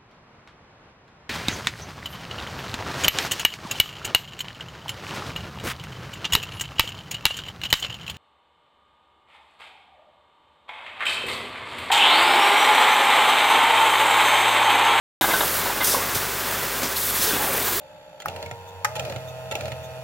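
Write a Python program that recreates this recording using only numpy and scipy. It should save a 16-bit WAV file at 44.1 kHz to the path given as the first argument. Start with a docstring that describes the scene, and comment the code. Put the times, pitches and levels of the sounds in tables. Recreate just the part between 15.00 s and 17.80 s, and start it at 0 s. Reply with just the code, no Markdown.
"""Bottle sorting machine, up close

The sound cuts in abruptly on a factory hall. Plastic bottles knock against a ringing sheet-steel
housing, rub and tumble, and small steel parts clink. An air nozzle hisses on and off and valves vent
short blasts. Underneath lies a bed of conveyor din and humming motors."""
import sys
import numpy as np
from scipy import signal
from scipy.fft import rfft, irfft
from scipy.io import wavfile

SR = 44100
rng = np.random.default_rng(int(sys.argv[2]) if len(sys.argv) > 2 else 0)


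def master(y):
    """Save y as 16-bit WAV."""
    cut = np.clip(np.atleast_2d(y).T, -1, 1)
    pcm = np.round(cut * 32767)  # scale
    wavfile.write(sys.argv[1], SR, pcm.astype(np.int16))


N = 123480

# Bottle hits. Each row: start in seconds, level in dB, focus in Hz, spread in octaves,
# share of ring from 0 to 1, clatter decay in seconds.
BOTTLE_HITS = [(0.2099, -16.5, 854, 2.6, 0.65, 0.012), (.218, -26, 1550, .5, 0.9, 0.013),
               (.227, -24.5, 3600, 1.7, 1, 0.008), (.2395, -15, 1040, 1.3, 0.92, 0.009),
               (.25, -28.5, 2100, 0.14, .8, .008), (.276, -21, 603, 1.7, 0.74, 0.011),
               (0.286, -23, 500, 1.7, 0.36, 0.016), (.298, -25.5, 1210, 1.8, .5, 0.024),
               (.308, -22.5, 2050, 0.27, 0.6, 0.021), (.309, -26, 965, .5, 0.6, 0.028),
               (.338, -20.5, 1510, 0.086, 0.94, 0.023), (.334, -21.5, 750, 2.3, 0.32, 0.027),
               (.405, -18, 1130, 2.1, 0.77, 0.025), (0.429, -25.5, 1300, 1, 0.46, .02),
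               (.657, -27.5, 910, 0.67, 0.71, .018), (.696, -22.5, 990, 0.33, 1, 0.038),
               (.804, -21.5, 1300, 1.5, 0.66, 0.018), (.806, -21, 2080, 0.11, 0.95, 0.016),
               (.817, -25.5, 1400, 1.6, 0.93, 0.015), (0.939, -21, 530, 0.19, 0.76, 0.0088),
               (.943, -20.5, 1100, 0.16, 0.86, 0.008), (0.967, -27, 506, 0.19, 0.64, 0.01),
               (1.157, -30, 131, 0.42, .02, 0.012), (1.832, -30, 270, 0.54, 0.28, 0.032),
               (2.187, -35.5, 229, 0.43, 0.19, 0.046), (2.305, -28, 1560, .1, 0.98, .02),
               (2.33, -27, 280, 0.6, 0.41, 0.031), (2.355, -26.5, 1100, 1.5, 0.46, 0.031),
               (2.398, -26.5, 840, 0.17, .9, .015), (2.43, -33, 860, 0.18, 0.55, 0.014),
               (2.472, -30, 790, 0.32, .8, 0.014), (2.546, -28, 533, 0.34, 0.5, 0.039),
               (2.678, -27.5, 1110, 0.47, 0.5, 0.029)]
# The ring of the steel housing. 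Each row: pitch in Hz, relative level in dB, T60 in seconds.
HOUSING_MODES = [(320, -1.5, 0.084), (562, -11, 0.061), (638, -7, 0.054), (751, -8.5, .16), (843, -6, 0.13),
                 (976, -2.5, .08), (1088, -14.5, 0.13), (1314, -5, 0.057), (1522, -6, 0.16),
                 (1639, -2.5, 0.094), (2094, -7.5, 0.13), (3120, -11, 0.064), (3710, 4, 0.052),
                 (3740, -2, .05)]
# The colour of a hit's clatter. Each row: frequency in Hz, relative level in dB.
CLATTER_EQ = [(60, 0), (160, -6), (320, -2.5), (900, 2), (1650, -5), (2300, -11), (3700, 0), (4600, -12),
              (8000, -14), (15000, -30)]
# Nozzle openings. Each row: start and end in seconds, level in dB, tilt in dB per octave,
# lower peak in Hz, its boost in dB, upper peak in Hz, its boost in dB, edge whistle boost in dB.
NOZZLE_CUES = [(.1, .595, -27, -1.5, 11620, 7, 13750, 0, 2),
               (1.958, 2.193, -25.7, -2, 11680, 8.5, 13530, 4, 2),
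               (2.192, 2.294, -25.5, -6, 11300, 4, 13380, 5, 13),
               (2.32, 2.587, -27, 2, 11500, 6, 13500, 2.5, 2),
               (2.596, 2.9, -27, -4, 11800, 7, 13600, 7, 11)]
# The colour of the nozzle's hiss. Each row: frequency in Hz, relative level in dB.
NOZZLE_EQ = [(800, -60), (3000, -9), (4200, -5), (5200, -6.5), (7500, -2), (10000, -.5), (12700, 0.5),
             (14200, 3), (14900, -2), (15700, 1.5)]
# Valve blasts. Each row: start in seconds, level in dB, attack, hold and decay in seconds,
# focus in Hz, spread in octaves.
VALVE_CUES = [(0.83, -24, .002, .004, .012, 15000, 0.34), (0.842, -18.5, 0.002, 0.0043, 0.018, 11000, 2.9),
              (0.863, -20, .005, 0.01, 0.094, 11100, 3.7), (0.894, -26.5, .01, .035, 0.015, 6000, 1.4),
              (1.144, -22.5, 0.0056, 0.0047, 0.03, 8000, 3.5), (1.966, -31, .002, .01, 0.018, 13000, 1),
              (2.173, -30.5, 0.0073, 0.14, 0.053, 4940, 2.3), (2.211, -23, .005, 0.03, 0.013, 12000, 3.3),
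              (2.328, -33.5, .008, 0.019, 0.023, 3000, 0.21)]
# The colour of the vented air. Each row: frequency in Hz, relative level in dB.
EXHAUST_EQ = [(300, 2.5), (2500, -8), (3600, -0.5), (4300, -2.5), (5100, 0), (7300, -4), (12000, 0),
              (14000, -1), (15600, -7)]
# Exhaust port resonances. Each row: centre in Hz, width in Hz, boost in dB.
PORT_PEAKS = [(6100, 520, 4), (7500, 300, 4.5), (9240, 880, 3.5), (15200, 600, 5)]
# Bottles tumbling. Each row: start and end in seconds, level in dB.
TUMBLE_CUES = [(.15, .72, -44), (0.942, 1.047, -35.5), (2.285, 2.57, -32)]
# The hollow colour of the tumble. Each row: frequency in Hz, relative level in dB.
TUMBLE_EQ = [(100, -6), (250, 5.5), (450, 1.5), (900, 1), (1250, -2), (1550, 0.5), (2400, -0.5), (3500, -8),
             (6000, -43), (15000, -45)]
# Rubs, one glide each. Each point: time in seconds, pitch in Hz, level in dB.
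RUB_GLIDES = [
    [(.968, 880, -29), (.99, 949, -36), (1.03, 1192, -33)],
    [(2.268, 456.5, -33), (2.295, 437.6, -31), (2.33, 341, -41), (2.375, 422, -35.5)],
    [(2.485, 558, -27), (2.51, 542, -32), (2.53, 526, -44)],
    [(2.71, 397.5, -34), (2.75, 320, -36.5), (2.8, 455, -35)],
]
# Steel clinks. Each row: start in seconds, level in dB, focus in Hz, spread in octaves.
CLINK_CUES = [(1.831, -30, 5560, 0.48), (1.965, -35, 4170, 0.15)]
# The ring of the small parts. Each row: pitch in Hz, relative level in dB, T60 in seconds.
PART_MODES = [(4200, 1, 0.18), (4550, -8, 0.18), (4576, -9, .16), (4900, 4, 0.12), (5669, -8, .12),
              (7407, -1, .12), (8000, -2, .16)]
# The colour of the conveyor din. Each row: frequency in Hz, relative level in dB.
DIN_EQ = [(22, -32), (60, -11.5), (130, -2.5), (270, -3), (520, 0.5), (720, -2), (1000, 1), (1600, 0.5),
          (1900, -2), (2800, -5.5), (5000, -8), (8000, -9), (12000, -9.5), (13700, -5.5), (15600, -6)]
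# Resonances in the din. Each row: centre in Hz, width in Hz, boost in dB.
DIN_RESONANCES = [(3440, 190, 2.5), (14400, 450, 1), (15020, 220, 4)]
# The conveyor's midrange level over time. Each row: time in seconds, gain in dB.
MID_LEVEL = [(.2, 3), (.75, 2), (1.1, 0.5), (1.6, 0.7), (1.8, 0.5), (2.05, -3), (2.2, 0.5), (2.4, .5),
             (2.8, -0.5)]
# Motor and mains tones. Each row: pitch in Hz, level in dB, waver depth as a fraction.
MOTOR_TONES = [(49.8, -48, 0.19), (99.1, -47.5, 0.22), (400.6, -44.5, 0.15), (545, -49, 0.28),
               (1634, -58, 1)]

RING_DB, RING_RISE_S = 2, 0.0046
CLATTER_DB, CONTACT_S, CRACK_DB, CRACK_S = 1, 0.0071, -6, 0.0033
JET_ATTACK_S, JET_RELEASE_S = .004, .025
JET_WIDTH_HZ, EDGE_HZ, EDGE_WIDTH_HZ = 590, 15580, 530
TUMBLE_RISE_S, TUMBLE_FALL_S = 0.019, 0.15
RUB_JITTER, RUB_FLUTTER_DB = 0.019, 0.5
TICK_DB, TICK_S = 2.5, 0.029
DIN_DB, MID_LOW_HZ, MID_HIGH_HZ = -25.5, 200, 2440
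HOUSING_DECAY_S, HOUSING_DB = .004, -8.5
HALL_T60_S, HALL_DB = 0.76, -22.5
CUT_IN_S, TOP_HZ = .2102, 15800


def bottle_knocks():
    """Each hit cracks, clatters and rings the housing; where it lands decides which modes speak."""
    out, body = np.zeros(N), curve(CLATTER_EQ)
    for start, db, focus_hz, spread, ring_share, decay in BOTTLE_HITS:
        contact = envelope(start, 0.0011, CONTACT_S, decay)
        crack = undb(CRACK_DB) * envelope(start, 0.00052, 0, CRACK_S)
        clatter = undb(CLATTER_DB) * noise(body + focus(freqs(), focus_hz, spread)) * (contact + crack)
        steel = undb(RING_DB) * ring(HOUSING_MODES, start, focus_hz, spread)
        out += undb(db) * (np.sqrt(ring_share) * steel + np.sqrt(1 - ring_share) * clatter)
    return out


def air_nozzle():
    """A switched air jet flutters; its three hissing resonances change from one opening to the next."""
    hiss = np.zeros(N)
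    for start, end, db, tilt, low_hz, low_db, high_hz, high_db, edge_db in NOZZLE_CUES:
        peaks = resonances([(low_hz, JET_WIDTH_HZ, low_db), (high_hz, JET_WIDTH_HZ, high_db),
                            (EDGE_HZ, EDGE_WIDTH_HZ, edge_db)])
        jet = noise(curve(NOZZLE_EQ) + peaks + tilt * np.log2(freqs()))
        hiss += undb(db) * jet * envelope(start, JET_ATTACK_S, end - start, JET_RELEASE_S)
    return hiss * undb(1.43 * drift(27))


def valve_blasts():
    """Compressed air vents suddenly and dies away as the pressure drops; each outlet has its colour."""
    air, exhaust = np.zeros(N), curve(EXHAUST_EQ) + resonances(PORT_PEAKS)
    for start, db, attack, hold, decay, focus_hz, spread in VALVE_CUES:
        blast = noise(exhaust + focus(freqs(), focus_hz, spread))
        air += undb(db) * blast * envelope(start, attack, hold, decay)
    return air * undb(0.14 * drift(93))


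def bottle_tumble():
    """Empty bottles roll over one another: a dense patter of short hollow bursts."""
    impacts = grains(per_second=700, spread_db=1.5) ** 2
    energy = signal.lfilter([1], [1, -np.exp(-1 / (0.0046 * SR))], impacts)  # a short tail on each
    patter = colour(np.sqrt(energy) * rng.standard_normal(N), curve(TUMBLE_EQ))
    swells = sum(undb(db) * envelope(start, TUMBLE_RISE_S, end - start - TUMBLE_RISE_S, TUMBLE_FALL_S)
                 for start, end, db in TUMBLE_CUES)
    return patter * swells


def bottle_rubs():
    """A bottle rubs along a guide: a hollow, unsteady tone that slides in pitch."""
    out, t = np.zeros(N), times()
    for glide in RUB_GLIDES:
        at, hz, db = np.array(glide).T
        pitch = np.interp(t, at, hz) * (1 + RUB_JITTER * drift(79))
        tone = np.sqrt(2) * np.sin(2 * np.pi * np.cumsum(pitch) / SR)
        gate = envelope(at[0], 0.007, at[-1] - at[0] - .008, 0.0083)
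        out += tone * undb(np.interp(t, at, db)) * gate
    return out * undb(RUB_FLUTTER_DB * drift(40))


def steel_clinks():
    """Small steel parts touch: a tick and a thin ring."""
    out = np.zeros(N)
    for start, db, focus_hz, spread in CLINK_CUES:
        ping = ring(PART_MODES, start, focus_hz, spread)
        tick = noise(focus(freqs(), focus_hz, spread)) * envelope(start, .001, 0, TICK_S)
        out += undb(db) * (ping + undb(TICK_DB) * tick)
    return out


def conveyor_din():
    """Conveyors and other machines: a wavering wash with fine rattle; its midrange swells and eases."""
    wash = noise(curve(DIN_EQ) + resonances(DIN_RESONANCES)) * undb(0.78 * drift(13))
    rattle = colour(grains(per_second=1800, spread_db=3.0), curve(DIN_EQ))
    bed = undb(DIN_DB) * (wash + undb(-12.5) * rattle)
    mids = irfft(rfft(bed) / (1 + (MID_LOW_HZ / freqs()) ** 2 + (freqs() / MID_HIGH_HZ) ** 2), N)
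    ride = undb(np.interp(times(), *np.array(MID_LEVEL).T))
    return bed + mids * (ride - 1)


def motor_hum():
    """Mains hum and drive whine, wavering in level and phase."""
    hum = np.zeros(N)
    for hz, db, depth in MOTOR_TONES:
        waver = 1 + depth * (drift(11) + 1j * drift(18))
        tone = np.exp(2j * np.pi * (hz * times() + rng.random()))
        hum += undb(db) * np.sqrt(2) * np.real(waver * tone)
    return hum


def housing_reflections(x):
    """Quick reflections between the steel panels comb the hiss."""
    return reverb(x, envelope(0.00097, 0.0027, 0, HOUSING_DECAY_S), HOUSING_DB)


def hall_echo(x):
    """The diffuse tail of the factory hall."""
    return reverb(x, envelope(0.026, 0.0061, 0, HALL_T60_S / np.log(1000)), HALL_DB)


def reverb(x, shape, wet_db):
    """The dry sound plus a tail of shaped noise."""
    tail = rng.standard_normal(N) * shape
    return x + undb(wet_db) * signal.fftconvolve(x, tail / np.sqrt(np.sum(tail ** 2)))[:N]


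def ring(table, start, focus_hz, spread):
    """Struck modes, slightly detuned on each hit; those near the focus are favoured."""
    t = times()[:SR // 2]
    hz, mode_db, t60 = np.array(table).T[:, :, None]
    detune, phase = rng.standard_normal((2, len(table), 1))
    gains = undb(mode_db + focus(hz, focus_hz, spread))
    tones = np.sin(2 * np.pi * (hz * (1 + 0.0081 * detune) * t + phase))
    modes = gains * tones * np.exp(-np.log(1000) * t / t60)
    strike = modes.sum(0) * np.sqrt(2 / np.sum(gains ** 2))
    placed = np.pad(strike, (int(start * SR), N))[:N]
    return placed * np.clip((times() - start) / RING_RISE_S, 0, 1)


def envelope(start, attack, hold, decay):
    """Linear rise, hold, exponential fall, all in seconds."""
    t = times() - start
    rise = np.clip(t / max(attack, 1e-4), 0, 1)
    return rise * np.exp(-np.maximum(t - attack - hold, 0) / max(decay, 1e-3))


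def grains(per_second, spread_db):
    """Random tiny impacts of very unequal size."""
    impacts = (rng.random(N) < per_second / SR) * rng.standard_normal(N)
    return impacts * undb(spread_db * np.minimum(rng.exponential(size=N), 4))


def drift(hz):
    """Smooth random modulation, mostly slower than hz, at RMS 1."""
    return noise(-10 * np.log10(1 + (freqs() / hz) ** 4))


def noise(eq_db):
    return colour(rng.standard_normal(N), eq_db)


def colour(x, eq_db):
    """Apply an EQ and normalise to RMS 1."""
    shaped = irfft(rfft(x) * undb(eq_db), N)
    return shaped / np.sqrt(np.mean(shaped ** 2) + 1e-20)


def curve(points):
    """An EQ in dB drawn through the points."""
    hz, db = np.array(points).T
    return np.interp(np.log(freqs()), np.log(hz), db)


def focus(hz, centre_hz, spread):
    """An EQ hump, 6 dB down at spread octaves either side."""
    return -20 * np.log10(1 + (np.log2(hz / centre_hz) / spread) ** 2)


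def resonances(peaks):
    """Bell-shaped EQ boosts in dB."""
    return sum(db / (1 + (2 * (freqs() - hz) / width) ** 2) for hz, width, db in peaks)


def undb(db):
    return 10 ** (np.asarray(db) / 20)


def times():
    return np.arange(N) / SR


def freqs():
    return np.maximum(np.arange(N // 2 + 1) * SR / N, 1)


def scene():
    """Bed, air and bottle action, mixed dead centre."""
    bed = conveyor_din() + motor_hum()
    air = housing_reflections(air_nozzle() + valve_blasts())
    action = bottle_tumble() + hall_echo(bottle_knocks() + steel_clinks() + bottle_rubs())
    mix = bed + air + action
    return np.array([mix, mix])


def record(dry):
    """A hard cut in, and a steep low-pass on the very top."""
    gate = np.clip((times() - CUT_IN_S) / .001, 0, 1)
    lowpass = signal.ellip(12, .1, 90, TOP_HZ, fs=SR, output="sos")
    return signal.sosfilt(lowpass, dry * gate)


dry = scene()
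out = record(dry)
master(out)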